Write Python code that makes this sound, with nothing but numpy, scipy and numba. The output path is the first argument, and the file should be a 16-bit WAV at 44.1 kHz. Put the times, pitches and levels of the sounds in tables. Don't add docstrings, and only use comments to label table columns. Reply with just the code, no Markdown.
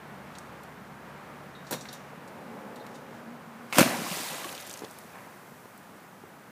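import sys
import numpy as np
from scipy import signal
from scipy.fft import rfft, irfft, next_fast_len
from scipy.io import wavfile
from numba import njit

SR = 44100
rng = np.random.default_rng(int(sys.argv[2]) if len(sys.argv) > 2 else 0)


def dump(signal):
    limited = np.clip(np.atleast_2d(signal).T, -1, 1)
    pcm = np.round(limited * 32767).astype(np.int16)
    wavfile.write(sys.argv[1], SR, pcm)


N = 287075
T = np.arange(N) / SR
TOP_HZ = 15350


def undb(db):
    return 10 ** (np.asarray(db) / 20)


def unit(x):
    return x / np.sqrt(np.mean(x ** 2))


def peak(x):
    return x / np.abs(x).max()


def add(out, start_s, x):
    i = int(start_s * SR)
    out[i:i + len(x)] += x[:N - i]


def colour(x, tone):
    size = next_fast_len(2 * len(x))
    size += size % 2
    hz, db = np.transpose(tone)
    bins_hz = np.maximum(np.arange(size // 2 + 1) * SR / size, 1)
    cepstrum = irfft(np.log(undb(np.interp(np.log(bins_hz), np.log(hz), db))))
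    cepstrum[1:size // 2] *= 2
    cepstrum[size // 2 + 1:] = 0
    return irfft(rfft(x, size) * np.exp(rfft(cepstrum)))[:len(x)]


def noise(tone):
    return unit(colour(rng.standard_normal(N), tone))


def wander(rate_hz):
    return np.interp(T * rate_hz, np.arange(1024), rng.standard_normal(1024))


def swell(top_s, level_db, rise_db_per_s, hold_s, fall_db_per_s):
    before_s = np.maximum(top_s - T, 0)
    after_s = np.maximum(T - top_s - hold_s, 0)
    return undb(level_db - rise_db_per_s * before_s - fall_db_per_s * after_s)


def shower(start_s, length_s, level_db, fall_db_per_s, scatter_db, low_hz, high_hz, count):
    when, size, pitch = rng.random((count, 3)).T
    age_s = length_s * (np.arange(count) + when) / count
    db = level_db - fall_db_per_s * age_s + scatter_db * (2 * size - 1)
    return start_s + age_s, db, low_hz * (high_hz / low_hz) ** pitch


def modes(table, t, scatter_db=0.5, detune=0.01):
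    hz, db, ring_s = np.transpose(table)[:, :, None]
    size, shift, sign = rng.standard_normal((len(table), 3)).T[:, :, None]
    gain = undb(db + scatter_db * size)
    waves = np.sign(sign) * np.sin(2 * np.pi * hz * (1 + detune * shift) * t)
    return (gain * undb(-60 * t / ring_s) * waves).sum(0) / np.sqrt(np.sum(gain ** 2))


@njit
def ring(start_s, hz, cycles, gain, glide):
    out = np.zeros(N)
    lives = cycles * SR / hz
    for k, life in enumerate(lives):
        phase, first = 0., int(start_s[k] * SR)
        for i in range(min(int(6 * life) + 2, N - first)):
            phase += 2 * np.pi * hz[k] / SR * (1 + glide * i / (6 * life))
            out[first + i] += gain[k] * np.exp(-i / life) * np.sin(phase)
    return out


def bubbles(tone, density, low_hz, high_hz, cycles, spread_db, count):
    start_s, end_s = 3.7, 5.5
    when, pitch, size, life, luck = rng.random((count, 5)).T
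    times = start_s + (end_s - start_s) * when
    chance = np.clip(np.interp(times, T, density), .3, 1)
    hz = low_hz + (high_hz - low_hz) * pitch
    fade_cycles = cycles * (0.29 + 2 * life ** 2)
    gain = undb(spread_db * np.minimum(-np.log(size), 4))
    gain *= np.sqrt(hz / fade_cycles / chance)
    keep = luck < chance
    swarm = colour(ring(times[keep], hz[keep], fade_cycles[keep], gain[keep], glide=.2), tone)
    return swarm / np.std(swarm[(T > start_s) & (T < end_s)])


# pitch_hz, level_db
ROAD_TONE = [(30, -23), (50, -19), (70, -17), (105, -4), (140, -3.5), (190, 3.5), (310, -4), (900, -4),
             (1500, -6.5), (2300, -14), (3600, -23.5), (7000, -34), (15000, -41.5)]
TYRE_TONE = [(100, -30.5), (190, 9), (270, 2.5), (350, -2.5), (440, 6), (530, 6.5), (650, -1.5), (850, 4.5),
             (1400, -19), (4000, -32)]
# top_s, level_db, rise_db_per_s, hold_s, fall_db_per_s
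ENGINE_PULLS = [(2.44, -50, 110, .33, 38), (3.395, -50, 33, 0.16, 40)]
def traffic(car_hz=230.6, idle_hz=71.4):
    road = noise(ROAD_TONE) * swell(0, -46, 0, hold_s=1.44, fall_db_per_s=.93) * undb(.5 * wander(6))
    car_phase = 2 * np.pi * np.cumsum(car_hz * (1 + 0.041 * wander(30))) / SR
    engine = unit(np.sin(car_phase) * undb(5.7 * wander(14)))
    engine *= sum(swell(*pull) for pull in ENGINE_PULLS)
    tyres = noise(TYRE_TONE) * swell(2.47, -45.5, 31, hold_s=.26, fall_db_per_s=16)
    tyres *= undb(1.1 * wander(8.4))
    idle_phase = 2 * np.pi * np.cumsum(idle_hz * (1 + 0.022 * wander(24))) / SR
    idle = unit(np.sin(idle_phase)) * swell(0, -66, 0, hold_s=1.1, fall_db_per_s=6)
    overtone = unit(np.sin(2 * idle_phase) * undb(2.4 * wander(17)))
    overtone *= swell(0, -57.5, 0, hold_s=1.5, fall_db_per_s=3)
    return road + engine + tyres + idle + overtone


# pitch_hz, level_db, ring_s (time to fade by 60 dB)
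TUBE_NOTES = [(1580, 1, .12), (2140, -2, 0.33), (2500, -8.5, 0.54), (2683, -2, 0.28), (3410, 3, 0.11),
              (3715, 3.5, 0.35), (4010, 7, 0.078), (4260, 1, 0.14), (4650, 1.5, 0.13), (5650, -2.5, 0.37),
              (5870, -6, 0.36), (6060, -11, 0.17), (6920, -4, 0.35), (7620, -3, 0.26), (8060, -3, .1),
              (9100, 1.5, 0.051), (10100, -19, .09), (10600, -9, 0.1), (11200, -2, 0.11), (12320, -17, .1),
              (12910, -7, .1), (13450, -6, 0.071), (14100, -15, 0.052), (14100, -3, 0.06)]
SEAT_NOTES = [(144, -2, 0.17), (214, -6, 0.12), (348, -2, 0.053), (447, 0, 0.066), (514, -3, 0.34),
              (690, -23, 0.073), (820, -5, .13), (936, 3.5, 0.06), (1430, 1, 0.04), (1830, -2, 0.068)]
# pitch_hz, level_db
THUD_TONE = [(80, -17), (140, -3), (250, 3.5), (550, -4.5), (1000, -8.5), (2000, -16), (4000, -24)]
# start_s, tube_db, centre_hz, width_octaves, seat_db, grip_fade_s
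CHAIR_KNOCKS = [(0.352, -40.5, 3500, 0.83, -62, .015), (0.385, -34.5, 7340, 0.37, -64, 0.0046),
                (0.6336, -42, 11000, 1, -64, .01), (1.5505, -46.5, 3720, 0.13, -60, .2),
                (1.668, -43.5, 5460, .45, -65, 0.072), (1.7095, -23.5, 11000, 0.92, -27, .08),
                (1.7247, -27, 3600, 1.1, -23.5, 0.054), (1.728, -25, 6500, 1.2, -33, 0.086),
                (1.7395, -28, 900, 1.2, -28.5, .003), (1.8098, -35, 6200, 0.35, -58, 0.031),
                (1.855, -32, 1500, 0.67, -54, 0.0082), (1.887, -35, 4570, 0.43, -68, 0.02),
                (1.9285, -33, 8500, 1.5, -59, 0.044), (2.277, -46.5, 7000, 0.54, -66, .02),
                (2.7587, -41.5, 6000, 1.4, -62, 0.049), (2.80, -51, 3960, .05, -66, .3),
                (2.866, -38, 3800, 1.3, -55, .005), (2.9563, -46, 5000, .95, -61, .03),
                (3.7268, -25, 2370, 0.19, -45, .028)]
def chair():
    out, t = np.zeros(N), np.arange(SR // 3) / SR
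    bands_hz = np.geomspace(100, 20000, 48)
    for start_s, tube_db, centre_hz, width_octaves, seat_db, grip_fade_s in CHAIR_KNOCKS:
        buzz = undb(-1) * rng.standard_normal(len(t)) * np.exp(-t / 0.017)
        steel = (modes(TUBE_NOTES, t) + buzz) * np.exp(-t / grip_fade_s)
        contact_db = -10 * np.log10(1 + (np.log2(bands_hz / centre_hz) / width_octaves) ** 4)
        steel = colour(steel, np.transpose([bands_hz, contact_db]))
        thud = colour(rng.standard_normal(len(t)) * np.exp(-t / 0.018), THUD_TONE)
        seat = undb(-3.5) * peak(modes(SEAT_NOTES, t)) + peak(thud)
        add(out, start_s, undb(tube_db) * peak(steel) + undb(seat_db) * seat)
    return out


# pitch_hz, level_db
RUB_TONE = [(1000, -12), (2500, -1.5), (4000, -0.5), (6500, 0), (9000, -7.5), (15000, -23)]
# top_s, level_db, rise_db_per_s, hold_s, fall_db_per_s
RUBS = [(.37, -63, 171, .02, 250), (1.70, -55.5, 201.5, 0.033, 100), (1.93, -55.5, 260, .02, 350),
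        (2.95, -60, 220, 0.014, 250), (3.16, -63, 250, 0.0044, 250)]
def hands():
    return noise(RUB_TONE) * sum(swell(*rub) for rub in RUBS) * undb(2 * wander(120))


# pitch_hz, level_db
SHEET_TONE = [(200, -28), (480, 4), (850, -2), (1200, 1), (1700, -0.5), (2600, 0), (4000, -6), (8000, -6.5),
              (15000, -10)]
# start_s, sheet_db, fade_s, pulse_db, pulse_hz
WATER_SLAPS = [(3.7264, -32.5, .032, -14, 2440), (3.732, -42, .008, -19, 1080),
               (3.7458, -29, .01, -24, 800), (3.755, -29, 0.053, -42, 2500), (3.772, -26, 0.019, -24, 2300),
               (3.7833, -15.5, 0.0093, -12, 2350), (3.785, -8, .0016, 0, 1370),
               (3.788, -22.5, .012, -8.5, 1000), (3.793, -14.5, 0.0076, -19, 1130),
               (3.8062, -16.5, 0.017, -6, 1260), (3.8285, -22, 0.0049, -6.5, 2310)]
def slaps():
    power = np.zeros(N)
    for start_s, sheet_db, fade_s, _, _ in WATER_SLAPS:
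        add(power, start_s, undb(sheet_db) ** 2 * np.exp(-2 * T[:SR // 2] / fade_s))
    sheet = bubbles(SHEET_TONE, np.ones(N), 390, TOP_HZ, cycles=0.5, spread_db=2, count=50000)
    start_s, _, _, pulse_db, pulse_hz = np.transpose(WATER_SLAPS)
    pulses = ring(start_s, pulse_hz, cycles=.8, gain=undb(pulse_db), glide=.12)
    return sheet * np.sqrt(power) + pulses


# start_s, pitch_hz, peak_db, length_cycles
POCKETS_AND_PLOPS = [(3.766, 268, -23.5, 1.8), (3.785, 250, -10, .8), (3.789, 324, -19.5, 3.5),
                     (3.791, 536, -14.5, 3.2), (3.796, 128, -20.5, 2.14), (3.811, 230, -6.5, 0.81),
                     (3.826, 622, -20, 4.3), (3.856, 250, -18.5, 2.07), (3.986, 196, -29.5, 1.2),
                     (4.017, 220, -27.5, 0.92), (4.061, 1050, -30.5, 5.8), (4.108, 177, -33.5, 1.9),
                     (4.444, 1080, -35.5, 6.6), (4.452, 338, -36.5, 2.1)]
def air_pockets():
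    out, t = np.zeros(N), T[:SR // 4]
    breakup = shower(start_s=3.87, length_s=.65, level_db=-32.5, fall_db_per_s=24,
                     scatter_db=.5, low_hz=168.4, high_hz=373, count=15)
    small_pockets = [(start_s, hz, db, 2.1) for start_s, db, hz in zip(*breakup)]
    for start_s, hz, peak_db, length_cycles in POCKETS_AND_PLOPS + small_pockets:
        age = t * hz / length_cycles
        bloom = (age / .75 * np.exp(1 - age / .75)) ** 2
        add(out, start_s, undb(peak_db) * bloom * np.sin(2 * np.pi * hz * t * (1 + 0.014 * age)))
    return out


# pitch_hz, level_db
SPRAY_TONE = [(1500, -7.5), (2600, 1), (4000, -0.5), (6000, -2.5), (9000, -3.5), (15000, -7)]
FOAM_TONE = [(150, -8.5), (350, 0), (600, 5), (1100, 2), (1600, -0.5), (2400, -2), (3500, -21)]
# top_s, level_db, rise_db_per_s, hold_s, fall_db_per_s
SPRAY_BURSTS = [(3.84, -33.3, 900, 0, 76), (4.12, -36.6, 48, .08, 28)]
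FOAM_SURGES = [(3.84, -32.8, 900, .085, 115), (4.04, -41.3, 45, .3, 26), (5.16, -49, 150, .02, 60)]
def spray_and_foam():
    spray_gain = np.sqrt(sum(swell(*row) ** 2 for row in SPRAY_BURSTS))
    foam_gain = np.sqrt(sum(swell(*row) ** 2 for row in FOAM_SURGES))
    density = peak(spray_gain) ** .8
    plinks = bubbles(SPRAY_TONE, density, 1280, 14600, cycles=4.6, spread_db=2, count=16000)
    mist = noise(SPRAY_TONE)
    foam = bubbles(FOAM_TONE, np.sqrt(density), 210.6, 3486, cycles=3.85, spread_db=2.5, count=8000)
    return (undb(-1.5) * plinks + undb(-5.5) * mist) * spray_gain + foam * foam_gain


# start_s, level_db, pitch_hz
TIMED_DROPS = [(4.286, -27, 3830), (4.4443, -19, 2750), (4.4915, -22, 3400), (4.527, -25, 8000),
               (4.5783, -25.5, 3240), (4.624, -29, 5460), (4.6752, -27, 6500), (4.696, -24.5, 7800),
               (4.7118, -23, 6370), (4.739, -25.5, 6060), (4.849, -29.5, 3520), (4.911, -33.5, 9200),
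               (4.9875, -28.5, 9900), (5.7771, -35, 11000)]
def drips():
    random_drops = shower(start_s=4.5, length_s=.35, level_db=-27.5, fall_db_per_s=7,
                         scatter_db=1, low_hz=3000, high_hz=10900, count=10)
    landings = TIMED_DROPS + list(zip(*random_drops))
    times, db, hz = np.transpose(landings)
    ticks = ring(times, hz, cycles=.8, gain=undb(db), glide=.11)
    plinks = ring(times + .0006, hz, cycles=8., gain=undb(db - 20), glide=.13)
    spatter, t = np.zeros(N), T[:SR // 20]
    for start_s, level_db, pitch_hz in landings:
        burst = rng.standard_normal(len(t)) * np.exp(-t / 0.0032)
        burst = colour(burst, [(pitch_hz / 4, -20), (pitch_hz, 0), (pitch_hz * 4, -20)])
        add(spatter, start_s, undb(level_db - 6.5) * peak(burst))
    return ticks + plinks + spatter


# start_s, pitch_hz, level_db
SINKING_GULPS = [(4.82, 392, -28.5), (4.824, 404, -33), (4.836, 383, -27.5), (4.8457, 503, -31),
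                 (5.158, 950, -39), (5.185, 805, -43), (5.52, 222, -39), (5.656, 450, -38),
                 (6.238, 382, -33.5)]
def gulps():
    start_s, hz, db = np.transpose(SINKING_GULPS)
    glugs = ring(start_s, hz, cycles=1.2, gain=undb(db), glide=.39)
    smacks = ring(start_s, 1.95 * hz, cycles=1.1, gain=undb(db - 2), glide=.18)
    return glugs + smacks


def fizz():
    hiss = noise([(1500, -14), (6000, -1), (15000, -0.5)])
    return hiss * swell(5, -60.6, 27, hold_s=.6, fall_db_per_s=8)


def yard_echo(x, near_db, far_db, ring_s):
    t = T[:SR]
    near = rng.standard_normal(SR) * np.exp(-t / 0.014) * (t > .001)
    far = colour(rng.standard_normal(SR), [(200, -7.5), (2000, -10), (6000, -6), (15000, -13)])
    far *= np.minimum(t / .04, 1) * undb(-60 * t / ring_s)
    echo = undb(near_db) * near / np.linalg.norm(near) + undb(far_db) * far / np.linalg.norm(far)
    return x + signal.fftconvolve(x, echo)[:N]


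def scene():
    close = chair() + hands() + slaps() + air_pockets() + spray_and_foam()
    close = yard_echo(close, near_db=-14, far_db=-16, ring_s=0.71) + drips() + gulps() + fizz()
    close = signal.sosfilt(signal.butter(4, 110, "high", fs=SR, output="sos"), close)
    hiss = undb(-63.5) * noise([(1000, -0.95), (6000, 0.092), (15000, -0.55)])
    mono = close + traffic() + hiss
    return np.array([mono, mono])


def record(dry):
    thin = signal.sosfilt(signal.butter(3, 55, "high", fs=SR, output="sos"), dry)
    return signal.sosfilt(signal.ellip(10, .2, 80, TOP_HZ, fs=SR, output="sos"), thin)


dry = scene()
out = record(dry)
dump(out)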